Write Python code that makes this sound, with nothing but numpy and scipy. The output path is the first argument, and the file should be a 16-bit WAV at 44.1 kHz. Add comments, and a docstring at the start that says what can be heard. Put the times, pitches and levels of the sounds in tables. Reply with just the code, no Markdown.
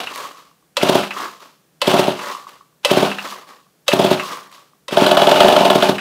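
"""A starter rope whirs back onto its reel as the crank of an old two-stroke chainsaw runs down.
Five more pulls follow, on a bench in a small wooden workshop. Each time the steel pawls clack in,
the piston drives puffs of gas through the resonant muffler, and a spring rewinds the rope.
On the last pull the engine fires for about a second, overloads the microphone, and stalls."""
import sys
import numpy as np
from scipy import signal
from scipy.fft import rfft, irfft
from scipy.io import wavfile

SR = 44100
rng = np.random.default_rng(int(sys.argv[2]) if len(sys.argv) > 2 else 0)


def to_wav(s):
    """Save 16-bit WAV."""
    ch = np.atleast_2d(s).T  # columns
    pcm = np.round(np.clip(ch, -1, 1) * 32767)  # PCM
    wavfile.write(sys.argv[1], SR, pcm.astype(np.int16))


N = 264732
T = np.arange(N) / SR
AGE = T[:SR // 2]  # seconds since an excitation

# Unfired piston strokes. Each row: time in seconds, thump level in dB, hiss level in dB.
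COLD_STROKES = [(0.828, 0.5, -22), (0.891, 2.5, -21), (0.95, 1, -22), (1.874, 1, -21.5), (1.936, 0.5, -25),
                (1.99, 1, -23), (2.078, 0, -32), (2.91, 1.5, -20.5), (2.969, 2.5, -26), (3.025, -2, -28.5),
                (3.931, 1.5, -21.5), (3.992, 2, -28), (4.043, 1, -24.5), (4.11, 3, -25), (4.922, -8, -33),
                (5.017, 4, -32), (5.753, 3, -25.5), (5.89, 2, -27)]
# Burning strokes. Each row: time in seconds, bark level in dB, crack level in dB.
FIRED_STROKES = [(4.97, -1.5, -9.5), (5.063, -6.5, -5.5), (5.112, -3, -4), (5.17, -2.5, -5),
                 (5.217, -2, -8), (5.27, -1, -7.5), (5.314, -2, -7), (5.358, -6.5, -12.5),
                 (5.404, -0.5, -3), (5.444, 1.5, -14.5), (5.483, -2, -4.5), (5.522, -4, -12.5),
                 (5.563, -2, -6.5), (5.605, -3, -17), (5.65, -3.5, -10.5), (5.701, -3, -4),
                 (5.824, -3, -7.5)]
# Spins of the crank. 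Each row: start in seconds, end of the drive in seconds, speed in dB.
CRANK_SPINS = [(-0.27, -0.027, 0.5), (0.758, 0.986, 0.5), (1.805, 2.065, 1.8), (2.83, 3.057, -0.1),
               (3.862, 4.123, -1), (4.879, 5.892, 0)]
# Rewinds of the rope. Each row: start in seconds, onset of slowing in seconds, reel speed in dB,
# start of the last slack running in, in seconds, and its speed in dB.
REWINDS = [(0.065, 0.244, -1, 0.352, -18.5), (1.094, 1.246, 1.15, 1.395, -14.5),
           (2.14, 2.325, 0.4, 2.465, -16), (3.152, 3.313, 0, 3.465, -14.5), (4.153, 4.336, 1, 4.51, -13)]

# Impacts in the starter. Each row: time in seconds, level in dB.
PAWL_CATCHES = [(0.768, -12.5), (1.816, -12), (2.848, -7.5), (3.88, -8), (4.881, -23.5)]  # pawls catch the flywheel
PAWL_RELEASES = [(0.071, -17.5), (0.8134, -14), (1.033, -16), (1.1074, -16), (1.8586, -19), (2.192, -21.5),
                 (2.8993, -13.5), (3.1144, -15.5), (3.185, -16), (3.9175, -10), (4.1966, -13), (5.983, -14)]  # pawls drop back
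REEL_KNOCKS = [(0.253, -16), (0.37, -30), (0.513, -40), (0.625, -47), (1.256, -20), (1.403, -32),
               (1.416, -30), (2.299, -31), (2.349, -15.5), (2.468, -20), (2.609, -30.5), (2.725, -49),
               (3.547, -40), (3.665, -45), (4.62, -39.5), (4.733, -40.5)]  # last knocks of the reel
ROPE_FLICKS = [(0.1386, -29.5), (0.159, -17), (0.1775, -19), (2.4922, -29.5), (4.4722, -37), (4.5156, -33)]  # rope strikes its guide

# Muffler resonances. Each row: frequency in Hz, level in dB, peak time and half-width in seconds.
MUFFLER_MODES = [(195, 3, 0.0039, 0.0034), (364, -3, 0.0054, 0.0041), (621.5, -2, 0.006, 0.0045),
                 (894, -7, 0.0062, .004)]
# Damped normal modes. Each row: frequency in Hz, level in dB, time to decay by 60 dB in seconds.
SHED_MODES = [(143, -14, 0.22), (163.8, 4.5, 0.32), (199.2, 4, 0.67), (275, -12, 0.15), (278, -27, 0.27),
              (364, -5, 0.14), (368, 8, 0.21), (432, -8, 0.047), (536, -4, 0.16), (610.2, 7, 0.27),
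              (685, 4, 0.14), (791, -10, 0.45), (820, -12, 0.23), (885, 5, 0.13), (963, -6, 0.28),
              (1017, -18, 0.18)]  # standing waves of saw, bench and shed
SHELL_MODES = [(1494, 5, 0.055), (1718, -1, 0.2), (2570, -4, 0.13), (3000, -4, 0.28), (2910, -3, 0.46),
               (3340, -1, 0.073), (3436, 0.5, 0.21), (3380, 2, 0.051), (3860, 7.5, 0.028),
               (4000, -8, 0.074)]  # sheet metal of the muffler
STARTER_MODES = [(513, -20.5, 0.12), (980, -14, 0.21), (1260, -17, 0.1), (2020, 2.5, 0.077),
                 (2350, -14, 0.083), (2631, 4, 0.26), (3060, -13, 0.073), (3870, 2, 0.039)]  # starter cup and housing

# Noise spectra. Each row: frequency in Hz, relative level in dB.
CRACK_SPECTRUM = [(500, -3), (1400, 15.5), (2100, -11.5), (3200, 15.5), (4100, 3.5), (5200, -12),
                  (8000, -23.5), (15000, -35.5)]  # firing crack and piston knock
STRAIN_SPECTRUM = [(500, -6), (1500, -0.5), (2100, -18), (3200, 5.5), (5000, -6), (8000, -15.5),
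                   (15000, -23)]  # straining against compression
JET_SPECTRUM = [(500, -20.5), (1500, 4.5), (3200, 4), (6000, -7), (10000, -3), (15000, -9)]  # escaping gas, also rope flicks
RATTLE_SPECTRUM = [(300, -19), (900, -5), (1400, -2), (2000, -7.5), (2800, -1.5), (3700, -5.5),
                   (5000, -11.5), (7000, -19), (10000, -22.5), (15000, -27.5)]  # flywheel, chain and bearings
CHURN_SPECTRUM = [(110, -47.5), (160, -13.5), (220, -2.5), (480, -0.5), (610, 1), (690, 5), (740, 4),
                  (870, -2.5), (1050, -1.5), (1400, -11), (2000, -43)]  # air in the crankcase
CLACK_SPECTRUM = [(100, -46), (350, -6), (560, -12), (730, -3.5), (1020, 5), (1500, -4), (2400, -5),
                  (3000, 3), (3900, 1), (5500, -9), (10000, -16.5), (15000, -26.5)]  # pawls engaging
CLINK_SPECTRUM = [(300, -26.5), (900, 0), (1400, 2), (1800, -2), (2300, 1), (2800, 5.5), (3400, -15),
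                  (6000, -23), (15000, -34)]  # pawls coming free
SPRING_SPECTRUM = [(80, -41), (160, -14), (350, -6), (560, -3), (780, -6), (1000, 1), (1150, 4.5),
                   (1400, -4.5), (2000, -7), (3000, -20), (5000, -43)]  # spring in the reel
ROPE_SPECTRUM = [(400, -27.5), (1500, -13.5), (2800, 3.5), (4000, 2), (6000, -2.5), (9000, -10),
                 (15000, -13)]  # rope rubbing its guide
BACKGROUND_SPECTRUM = [(24, -78), (40, -57.5), (64, -14), (100, -25.5), (142, -1.5), (239, -10.5),
                       (306, -10.5), (401, -11), (1140, -21), (1690, -20), (2010, -23), (2520, -24),
                       (15000, -27.5)]  # steady room noise


def firings():
    """Impulsive excitation: combustion gives a bark, a crack that rings the shell, and a spit of gas."""
    push = [(150, -14), (370, -3.5), (650, 3.5), (850, 8.5), (1500, -16)]
    bark = exhaust(impulses(FIRED_STROKES), push, muffler_db=-4, shed_db=-16.5, shed_lag_s=0.005)
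    cracks = impulses(FIRED_STROKES, column=2)
    crack = burst(cracks, swell(0.0015, sharp=1), CRACK_SPECTRUM)
    shell = convolve(cracks, modes(SHELL_MODES))
    jet = burst(cracks, swell(0.0047, sharp=4.7), JET_SPECTRUM)
    return bark + crack + undb(-16) * shell + undb(-12.5) * jet


def puffs():
    """Compression and release: the starter strains, the port thumps and hisses, the piston knocks."""
    squeezes = impulses(COLD_STROKES, column=2, lag_s=-0.0073)
    strain = burst(squeezes, swell(0.0078, sharp=1.8), STRAIN_SPECTRUM)
    push = [(150, -12), (400, -2), (650, -3.5), (1500, -4)]
    thump = exhaust(impulses(COLD_STROKES), push, muffler_db=-3.5, shed_db=-22.5, shed_lag_s=0.00515)
    jet = burst(impulses(COLD_STROKES, column=2), swell(0.006, sharp=5), JET_SPECTRUM)
    reversals = impulses(COLD_STROKES, lag_s=0.026)
    knock = burst(reversals, swell(0.0021, sharp=0.46), CRACK_SPECTRUM)
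    return thump + undb(5) * strain + undb(3.5) * jet + undb(-24.5) * knock


def exhaust(hits, push, muffler_db, shed_db, shed_lag_s, outlet_hz=105):
    """Resonance: a push of gas with a (Hz, dB) spectrum excites the muffler, then the shed's modes."""
    # the port shuts again after a few cycles of the muffler's note
    muffler = sum(undb(db) * np.exp(-((AGE - peak_s) / width_s) ** 4) * sine(hz)
                  for hz, db, peak_s, width_s in MUFFLER_MODES)
    shed = np.interp(AGE - shed_lag_s, AGE, modes(SHED_MODES), left=0)
    resonances = rfft(undb(muffler_db) * muffler + undb(shed_db) * shed, 2 * len(AGE))
    tilt = spectral_gain(np.arange(len(resonances)), push)  # bins are 1 Hz apart
    pulse = irfft(resonances * tilt)[:len(AGE)]
    # a small opening radiates little bass
    outlet = signal.butter(4, outlet_hz, "high", fs=SR, output="sos")
    return convolve(hits, signal.sosfilt(outlet, pulse))


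def crank():
    """Motion noise: loose metal rattles and crankcase air churns, each growing as a power of speed."""
    speed = crank_speed()
    scrapes = grains(per_s=620, spread_db=6.5, t60=0.037)
    rattle = colour(scrapes * speed ** 0.81, RATTLE_SPECTRUM)
    churn = colour(rng.standard_normal(N) * speed ** 1.41, CHURN_SPECTRUM)
    return undb(-20.5) * rattle + undb(-18) * churn


def crank_speed(firm_pull_per_s=15.37, brake_share=0.36, brake_s=0.023):
    """Compression brakes the crank before each stroke, once a turn; speed is relative to a firm pull."""
    spin = sum(undb(db) * motion(start, end, rise_s=0.12, fall_db_per_s=193.5)
               for start, end, db in CRANK_SPINS)
    strokes = np.sort([row[0] for row in COLD_STROKES + FIRED_STROKES])
    turn_s = np.diff(strokes)
    mid_turn = strokes[:-1] + turn_s / 2
    turning = turn_s < 0.5  # longer gaps are rests between pulls
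    turns_per_s = np.interp(T, mid_turn[turning], 1 / turn_s[turning])
    to_next_s = np.append(strokes, np.inf)[np.searchsorted(strokes, T)] - T
    braking = 1 - brake_share * np.exp(-to_next_s / brake_s)
    return spin * braking * turns_per_s / firm_pull_per_s


def pawls(housing_hz=555):
    """Impact excites modes: steel pawls ring the starter cup as they catch and as they come free."""
    catches, releases = impulses(PAWL_CATCHES), impulses(PAWL_RELEASES)
    clack = burst(catches, swell(0.0018, sharp=0.37) + undb(-9) * decay(0.08), CLACK_SPECTRUM)
    clink = burst(releases, decay(0.069), CLINK_SPECTRUM)
    cup_hits = impulses(PAWL_CATCHES, lag_s=0.0026) + undb(-3.5) * releases
    cup = convolve(cup_hits, modes(STARTER_MODES))
    # the jerk of the rope reaches the housing a moment later
    thunk = convolve(catches, swell(0.011, sharp=11) * sine(housing_hz))
    return undb(-0.5) * clack + undb(-2) * clink + undb(-12) * cup + undb(1.5) * thunk


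def rewind(slow_per_s=35, fast_per_s=130, cover_hz=1120):
    """Resonance and friction: the reel ticks in its hollow cover while spring and rope rub."""
    speed = reel_speed()
    # ticks come unevenly, and further apart as the reel slows
    ticks_per_s = slow_per_s + (fast_per_s - slow_per_s) * np.sqrt(speed / speed.max())
    ticks_due = np.cumsum(ticks_per_s) / SR
    gap_scatter, size_scatter = rng.standard_normal((N // 20, 2)).T
    tick_samples = np.searchsorted(ticks_due, np.cumsum(np.exp(0.35 * gap_scatter)))
    ticks = np.bincount(tick_samples, undb(3.2 * size_scatter), N + 1)[:N]
    cover_hits = undb(-26.5) * ticks * speed + undb(-2.5) * impulses(REEL_KNOCKS)
    cover = convolve(cover_hits, swell(0.0021) * sine(cover_hz))
    spring = colour(grains(per_s=170, spread_db=3.5, t60=0.05) * speed, SPRING_SPECTRUM)
    rope = colour(grains(per_s=1400, spread_db=3.5, t60=0.018) * speed ** 0.85, ROPE_SPECTRUM)
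    return cover + undb(-29) * spring + undb(-34.5) * rope


def reel_speed():
    """Spring recoil: the reel follows the hand back, slows, then turns briefly to take up the slack."""
    return sum(undb(db) * motion(start, slows, rise_s=0.085, fall_db_per_s=160)
               + undb(slack_db) * motion(slack, slack + 0.034, rise_s=0.016, fall_db_per_s=144.5)
               for start, slows, db, slack, slack_db in REWINDS)


def rope_flicks():
    """Damped impact: slack rope ticks dryly against its guide."""
    return undb(-5.5) * burst(impulses(ROPE_FLICKS), decay(0.019), JET_SPECTRUM)


def workshop(x, t60=0.31, first_wall_s=0.009, wet_db=-8):
    """Reverberation: crowded shelves scatter the sound into a short, dense tail."""
    tail = rng.standard_normal(len(AGE)) * decay(t60) * (AGE > first_wall_s)
    reflections = convolve(x, tail / np.linalg.norm(tail))
    room_spectrum = [(100, 0.5), (600, -2.5), (1200, -1), (3000, -9.5), (8000, -2), (15000, -2)]
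    return x + undb(wet_db) * colour(reflections, room_spectrum)


def background():
    """Stationary noise: a faint, steady hiss, strongest in the bass."""
    return undb(-60) * colour(rng.standard_normal(N), BACKGROUND_SPECTRUM)


def motion(start_s, end_s, rise_s, fall_db_per_s):
    """Drive and friction: a part gathers speed, holds it until end_s, then slows exponentially."""
    rise = np.clip((T - start_s) / rise_s, 0, 1)
    return rise * undb(-fall_db_per_s * np.maximum(T - end_s, 0))


def impulses(rows, column=1, lag_s=0):
    """Impulse train: one sample per event, sized by a dB column."""
    rows, train = np.array(rows), np.zeros(N)
    samples = ((rows[:, 0] + lag_s) * SR).astype(int)
    train[np.clip(samples, 0, N - 1)] = undb(rows[:, column])
    return train


def burst(hits, envelope, spectrum):
    """Amplitude modulation: every hit puts an envelope on fresh noise, which is then coloured."""
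    return colour(convolve(hits, envelope) * rng.standard_normal(N), spectrum)


def grains(per_s, spread_db, t60):
    """Incoherent addition: many small, uneven scrapes sum in power to a noise of rms 1."""
    onsets = rng.random(N) < per_s / SR
    sizes = onsets * undb(spread_db * np.clip(rng.standard_normal(N), -2, 2))
    power = np.abs(convolve(sizes ** 2, decay(t60)))
    noise = np.sqrt(power) * rng.standard_normal(N)
    return noise / np.sqrt(np.mean(noise ** 2))


def modes(table):
    """Free vibration: a sum of damped sines."""
    return sum(undb(db) * decay(t60) * sine(hz) for hz, db, t60 in table)


def sine(hz):
    """Simple harmonic motion."""
    return np.sin(2 * np.pi * hz * AGE)


def decay(t60):
    """Exponential damping by 60 dB in t60 seconds."""
    return np.exp(-np.log(1000) * AGE / t60)


def swell(peak_s, sharp=2):
    """Transient envelope: it rises to 1 at peak_s and dies away."""
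    return (AGE / peak_s * np.exp(1 - AGE / peak_s)) ** sharp


def colour(x, spectrum, size=2048):
    """Minimum-phase filtering through (Hz, dB) points; white noise keeps its power."""
    gain = spectral_gain(np.fft.rfftfreq(size, 1 / SR), spectrum)
    cepstrum = irfft(np.log(gain))
    cepstrum[1:size // 2] *= 2  # folding onto positive time makes the filter causal
    cepstrum[size // 2 + 1:] = 0
    response = irfft(np.exp(rfft(cepstrum)))
    return convolve(x, response / np.linalg.norm(response))


def spectral_gain(at_hz, spectrum):
    """Frequency response: (Hz, dB) points joined along a logarithmic frequency axis."""
    hz, db = np.transpose(spectrum)
    return undb(np.interp(np.log(at_hz + 1), np.log(hz), db))


def convolve(x, response):
    """Linear response: every input sample launches a copy of the impulse response."""
    return signal.fftconvolve(x, response)[:N]


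def undb(db):
    """Decibels to amplitude ratio."""
    return 10 ** (np.asarray(db) / 20)


def scene():
    """Superposition: saw and starter sound in the workshop, over a faint hiss."""
    saw = puffs() + firings() + crank() + pawls() + rewind() + rope_flicks()
    return (undb(-2) * workshop(saw) + background())[None]


def record(dry, knee=12, low_hz=55, top_hz=15600):
    """Saturation and band limiting: the microphone thins the bass, flattens bangs and cuts the top."""
    thinned = signal.sosfilt(signal.butter(2, low_hz, "high", fs=SR, output="sos"), dry)
    flattened = thinned / (1 + np.abs(thinned) ** knee) ** (1 / knee)
    return signal.sosfilt(signal.ellip(10, 0.2, 70, top_hz, fs=SR, output="sos"), flattened)


dry = scene()
out = record(dry)
to_wav(out)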